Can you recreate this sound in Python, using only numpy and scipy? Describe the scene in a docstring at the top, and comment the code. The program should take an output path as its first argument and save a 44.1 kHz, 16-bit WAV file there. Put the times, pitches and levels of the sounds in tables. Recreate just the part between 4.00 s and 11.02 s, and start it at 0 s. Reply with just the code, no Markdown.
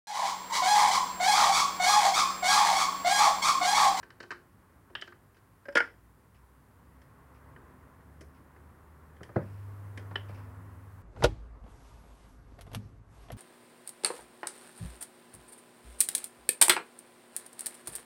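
"""Levers click under the deck of an automatic record changer, over a faint bed of traffic, hum and hiss.
A latch catches, the spindle nudges a record off its ledge, and it slaps onto the platter and bounces.
Each contact clatters in the wooden cabinet and rings the part it hits. Pawl and switch snap, links rub,
and the stylus lands with a thump from the loudspeaker, which then hums. A car goes by far outside."""
import sys
import numpy as np
from scipy import signal
from scipy.fft import rfft, irfft
from scipy.io import wavfile
from scipy.ndimage import uniform_filter1d

SR = 44100
rng = np.random.default_rng(int(sys.argv[2]) if len(sys.argv) > 2 else 0)


def to_wav(s):
    """Save 16-bit WAV."""
    ch = np.atleast_2d(s).T  # columns
    pcm = np.round(np.clip(ch, -1, 1) * 32767)  # PCM
    wavfile.write(sys.argv[1], SR, pcm.astype(np.int16))


N = 309582


def from_db(db):
    return 10 ** (np.asarray(db) / 20)


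def unit_rms(x):
    return x / np.sqrt(np.mean(x ** 2) + 1e-20)


def noise(colour, size=N):
    """Noise through an EQ curve of (f/Hz, level/dB) points; rms 1."""
    hz, db = np.transpose(colour)
    bins = np.maximum(np.fft.rfftfreq(size, 1 / SR), 1)
    gain = from_db(np.interp(np.log(bins), np.log(hz), db))
    return unit_rms(irfft(rfft(rng.standard_normal(size)) * gain, size))


def drift(rate_hz):
    """Random wobble, rolled off above rate_hz; rms 1."""
    bins = np.fft.rfftfreq(N, 1 / SR)
    return unit_rms(irfft(rfft(rng.standard_normal(N)) / (1 + (bins / rate_hz) ** 4), N))


def decay(t, t60):
    """Falls by 60 dB in t60 seconds."""
    return np.exp(-np.log(1000) * t / t60)


def tone(hz):
    """A sine that follows a pitch; rms 1."""
    return np.sqrt(2) * np.sin(2 * np.pi * np.cumsum(hz * np.ones(N)) / SR)


def fade_in(at_s, rise_s):
    """A smooth ramp from 0 to 1, centred on at_s."""
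    return .5 + .5 * np.tanh((np.arange(N) / SR - at_s) / rise_s)


# band edges of a mechanical click: f/Hz
CLICK_EDGES = [140, 800, 2500, 4200, 15000]
# room tail in each band, bass to treble: t60/s
ROOM_T60_S = [0.43, 0.23, 0.26, 0.28]


def contacts(hits, colour, modes, upper_db, clatter_s, ring_db, room_db, attack_s, edges=CLICK_EDGES):
    """Each hit is a clatter of cabinet reflections, ringing modes and a room tail, mixed in four bands.
    Body shakes the whole part: more bass, clatter and ring. Hardness tilts up the two upper bands."""
    size, peak_window = SR // 3, SR // 100
    ring_per_body, clatter_per_body, scatter_db = .55, .3, 2.5
    t = np.arange(size) / SR
    out = np.zeros(N + size)
    bands = [signal.butter(3, pair, "band", fs=SR, output="sos") for pair in zip(edges, edges[1:])]
    rings = np.array([from_db(db) * np.sin(2 * np.pi * hz * t) * decay(t, t60) for hz, db, t60 in modes])
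    rings[1::2] *= -1   # neighbouring modes swing in opposite directions
    attack = 1 - np.exp(-t / attack_s)   # the blow takes a moment to spread through the part
    for s, db, body_db, hardness_db in hits:
        start = round(s * SR)
        reflections = noise(colour, size)
        share_db = scatter_db * rng.standard_normal(len(modes))   # each hit favours different modes
        ring = from_db(ring_db + ring_per_body * body_db + share_db) @ rings
        clatter = np.exp(-(t / (clatter_s * from_db(clatter_per_body * body_db))) ** 2)
        levels_db = db + np.array([body_db, 0, upper_db[0] + hardness_db, upper_db[1] + 2 * hardness_db])
        for band, level_db, t60 in zip(bands, levels_db, ROOM_T60_S):
            tail = from_db(room_db) * decay(t, t60)
            layer = signal.sosfilt(band, attack * (reflections * (clatter + tail) + ring))
            peak_rms = np.sqrt(uniform_filter1d(layer ** 2, peak_window).max())
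            out[start:start + size] += from_db(level_db) * layer / peak_rms
    return out[:N]


# EQ of the fine hiss: f/Hz, level/dB
HISS_EQ = [(2000, 2), (3500, -5), (6300, -7.5), (10000, -2), (15700, -4)]
HUM_HZ = 100   # twice the mains frequency


def noise_floor():
    """A steady bed of fine hiss and the idling amplifier's faint hum."""
    return from_db(-72.5) * noise(HISS_EQ) + from_db(-70.5) * tone(HUM_HZ)


# fader ride for the nearness of the traffic: t/s, level/dB
TRAFFIC_RIDE = [(0, -3), (2.25, -7), (3.7, 2.5), (4.2, -1), (5.1, 0), (6.3, 5.5), (7.02, 1)]
# EQs of tyre roar and rumble: f/Hz, level/dB
TYRE_EQ = [(200, -25.5), (400, -0.5), (730, -6), (900, -2.5), (1100, 0), (1230, -5), (1350, -5),
           (1900, -10), (2400, -21), (4500, -39.5)]
RUMBLE_EQ = [(28, -24.5), (52, 0.5), (80, 2), (140, 0.5), (200, -4), (350, -9), (800, -49.5)]


def traffic():
    """Through the walls, tyre roar, uneven rumble and a faint drone swell as the traffic nears."""
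    near_db = np.interp(np.arange(N) / SR, *np.transpose(TRAFFIC_RIDE))
    tyres = from_db(-62 + near_db + .5 * drift(9.5)) * noise(TYRE_EQ)
    rumble = from_db(-59.5 + .71 * near_db + drift(6.9)) * noise(RUMBLE_EQ)
    drone = from_db(-70 + 1.4 * near_db + 1.913 * drift(4.7)) * tone(hz=259.6 + 2.2 * drift(5.6))
    return tyres + rumble + drone


# lever and cam hits: t/s, level/dB, body/dB, hardness/dB per band
LEVER_HITS = [(0.029, -45, -9.5, 0.5), (0.103, -51.5, -18, 3.5), (0.202, -42.5, -5, 2.5),
              (0.2275, -54, -7, 6.5), (0.235, -46, -4.5, -5), (0.3055, -35, -14.5, -0.5),
              (0.313, -37.5, -11.5, 0), (0.321, -39, -12, -3), (0.899, -58.5, 3.5, -3),
              (1.012, -57, -11, 12), (1.074, -48.5, -7, 1), (1.122, -50.5, -15, -5),
              (1.367, -62.5, -2.5, 3.5), (3.562, -52, -11, -13), (4.561, -56.5, -2.5, -8)]
# EQ of their clatter: f/Hz, level/dB
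LEVER_EQ = [(200, -14), (400, -6.5), (720, -15), (1200, -2), (1680, 4), (2150, -12), (2800, -16),
            (3060, -1), (3400, -18), (5300, -27), (6400, -35.5), (8500, -40), (14000, -77)]
# ring of the deck: f/Hz, level/dB, t60/s
DECK_MODES = [(353.5, -11, 0.4), (446, -16, 0.136), (1210, -14, 0.18), (1546, -1.5, 0.16),
              (1792, 6.5, 0.025), (3040, -27, 0.11)]


def levers():
    """Levers and cam knock under the deck and set it ringing."""
    return contacts(LEVER_HITS, LEVER_EQ, DECK_MODES, upper_db=(-12, -13),
                    clatter_s=.01, ring_db=-2.5, room_db=-13, attack_s=.0013)


# latch hits: t/s, level/dB, body/dB, hardness/dB per band
LATCH_HITS = [(0.951, -35, -16, 0), (1.0212, -38, -12.5, 1.3), (6.1555, -29.5, -10, -0.11)]
# EQ of the catch: f/Hz, level/dB
LATCH_EQ = [(200, -15), (450, -7.5), (1000, -7), (1750, 6), (2500, -15), (3050, 1.5), (3500, -11.5),
            (4300, -26), (5400, -22.5), (6500, -44), (8300, -32.5), (14000, -72)]
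# ping of the spring: f/Hz, level/dB, t60/s
SPRING_MODES = [(398, -9.5, .12), (1720, -4.5, 0.077), (3004, 5.5, 0.044)]


def latch():
    """The latch catches and its spring gives a short ping."""
    return contacts(LATCH_HITS, LATCH_EQ, SPRING_MODES, upper_db=(.3, -14),
                    clatter_s=.0087, ring_db=-1, room_db=-16, attack_s=.0014)


# soft slides of the linkages: t/s, length/s, level/dB
LINK_SLIDES = [(5.417, 0.29, -70.5), (6.286, 0.028, -58), (6.327, 0.13, -66.5)]
# EQ of the friction: f/Hz, level/dB
RUB_EQ = [(1500, -1), (2550, 5), (3700, -11.5), (5300, -4.5), (6300, -17), (12000, -23)]


def rubs():
    """A turning part brushes once a turn and links slide: grainy friction, sharp in and fading out."""
    first_s, turn_s, brush_s, brush_db = 1.345, 1.0, .042, -69.5
    t = np.arange(N) / SR
    brushes = [(s, brush_s, brush_db) for s in np.arange(first_s, N / SR, turn_s)]
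    pressure = sum(from_db(db) * (t > s) * np.exp(-((t - s) / length) ** 2)
                   for s, length, db in LINK_SLIDES + brushes)
    grain = from_db(1.6 * drift(120))
    return pressure * grain * noise(RUB_EQ)


def car_engine():
    """A distant engine climbs towards top speed, growing louder as its pitch rises."""
    start_s, climb_s, start_hz, top_hz = 1.6, 2.6, 53.5, 84.9
    top_db, db_per_hz = -55.5, .45
    boom_hz, boom_width_hz = 135, 7   # a room resonance that lifts the octave on its way up
    elapsed_s = np.maximum(np.arange(N) / SR - start_s, 0)
    below_top_hz = (top_hz - start_hz) * np.exp(-elapsed_s / climb_s)
    firing_hz = top_hz - below_top_hz + .4 * drift(1.2)
    octave_db = -12 + 10 * np.exp(-((2 * firing_hz - boom_hz) / boom_width_hz) ** 2)
    gain = fade_in(start_s, .3) * from_db(top_db - db_per_hz * below_top_hz + 2.8 * drift(3.5))
    return gain * (tone(firing_hz) + from_db(octave_db) * tone(2 * firing_hz))


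# pusher nudges, then the record's slap and bounces: t/s, level/dB, body/dB, hardness/dB per band
PUSHER_HITS = [(1.654, -49, -5.5, -2), (1.683, -41.5, 3.5, -4), (1.723, -55.5, -4.5, 2.5)]
SLAP_HITS = [(1.7522, -23, -2, 2.5), (1.769, -18, -13.5, -2), (1.7755, -33, -20.5, 7),
             (1.7822, -26.5, -21, -2.5), (1.8025, -20.5, -23, -5.5)]
# EQ of the record's clatter: f/Hz, level/dB
RECORD_EQ = [(160, -27), (285, -6), (540, -12), (760, -15), (1200, -16.5), (1500, -4.5), (2100, -12.5),
             (2750, -23.5), (3050, -11.5), (4000, -33), (5200, -17), (6200, -30.5), (10200, -35),
             (14000, -54)]
# ring of the spindle and of the record: f/Hz, level/dB, t60/s
SPINDLE_MODES = [(566.6, -3.5, 0.15), (1600, -2.5, 0.068), (3050, -24.5, .08), (5100, -19, 0.084)]
RECORD_MODES = [(330, -4, .07), (474, -11, .22), (565, -13, .18), (1005, -14, .08), (1177, -20, .18),
                (1383, -11, .15), (1418, 0, .16), (1572, -6, .17), (1659, -9, .13), (1722, -9, .14),
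                (1823, -12, .12), (1915, -11, .12), (2092, -15, .11), (2257, -18, .11)]


def record_drop():
    """The spindle's pusher nudges the record off its ledge; it slaps onto the platter and bounces."""
    nudge = contacts(PUSHER_HITS, RECORD_EQ, SPINDLE_MODES, upper_db=(-12, -17),
                     clatter_s=.0074, ring_db=5.5, room_db=-15, attack_s=.0022)
    slap = contacts(SLAP_HITS, RECORD_EQ, RECORD_MODES, upper_db=(-11, -20),
                    clatter_s=.012, ring_db=1.5, room_db=-17.5, attack_s=.0012)
    return nudge + slap


# pawl and switch hits: t/s, level/dB, body/dB, hardness/dB per band
SNAP_HITS = [(3.016, -63.5, -4, -.5), (4.2085, -57, 7.5, 3), (5.165, -62, -1, -5), (5.2312, -49, -10, -0.5),
             (5.974, -44.5, -3, -3)]
# EQ of the snap: f/Hz, level/dB
SNAP_EQ = [(250, 4), (430, 11), (900, -13), (1900, 6), (2700, -15), (3200, -3.5), (3900, -19.5),
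           (5200, -11.5), (7000, -18.5), (10500, -18), (15000, -42)]
# ring of the pawl: f/Hz, level/dB, t60/s
PAWL_MODES = [(1924, -12, 0.062), (3120, 5.5, 0.051), (5200, -1.5, 0.047)]


def pawl_and_switch():
    """Small parts snap over: bright, fast transients with little ring."""
    return contacts(SNAP_HITS, SNAP_EQ, PAWL_MODES, upper_db=(-3.5, -7.5),
                    clatter_s=.0085, ring_db=-14, room_db=-7.5, attack_s=.00055)


# pickup jolts: t/s, level/dB, body/dB, hardness/dB per band
PICKUP_HITS = [(5.207, -46.5, 1.5, 0.5), (5.292, -50.5, 2, 5), (5.3595, -25, 1, -2), (6.111, -50, 2.5, 8),
               (6.293, -47, -8, 3)]
# EQ of the thump: f/Hz, level/dB
THUMP_EQ = [(70, -22), (130, -4), (280, -10.5), (550, -3), (780, -24), (1800, -30), (3000, -58)]
# boom of the loudspeaker: f/Hz, level/dB, t60/s
SPEAKER_MODES = [(112, 15, 0.079), (197, 9, .08), (341, -3.5, 0.22), (486, -15, 0.3), (627, -28, 0.16)]
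# band edges of the thump: f/Hz
THUMP_EDGES = [72, 250, 800, 2300, 5000]


def stylus_thumps():
    """The stylus lands, and jolts to the pickup come out of the loudspeaker as dark thumps."""
    return contacts(PICKUP_HITS, THUMP_EQ, SPEAKER_MODES, upper_db=(-5, -27),
                    clatter_s=.0082, ring_db=-6, room_db=-3, attack_s=.0004, edges=THUMP_EDGES)


def live_amplifier():
    """The pickup goes live: hum jumps in, hiss swells, and both settle lower once the arm is at rest."""
    live_s, settle_s = 5.37, 6.47
    settle_db = -6 * fade_in(settle_s, .081)
    hum = fade_in(live_s, .02) * from_db(-44 + settle_db + .27 * drift(9)) * tone(HUM_HZ)
    hiss = fade_in(live_s, .12) * from_db(-71 + .43 * settle_db) * noise(HISS_EQ)
    return hum + hiss


def scene():
    """Changer, loudspeaker and background in one mono mix."""
    changer = levers() + latch() + record_drop() + pawl_and_switch() + rubs()
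    loudspeaker = stylus_thumps() + live_amplifier()
    background = car_engine() + traffic() + noise_floor()
    return (changer + loudspeaker + background)[None]


def record(dry):
    """A steep high cut on the whole mix."""
    cutoff_hz = 15900
    return signal.sosfilt(signal.ellip(10, .1, 70, cutoff_hz, fs=SR, output="sos"), dry)


dry = scene()
out = record(dry)
to_wav(out)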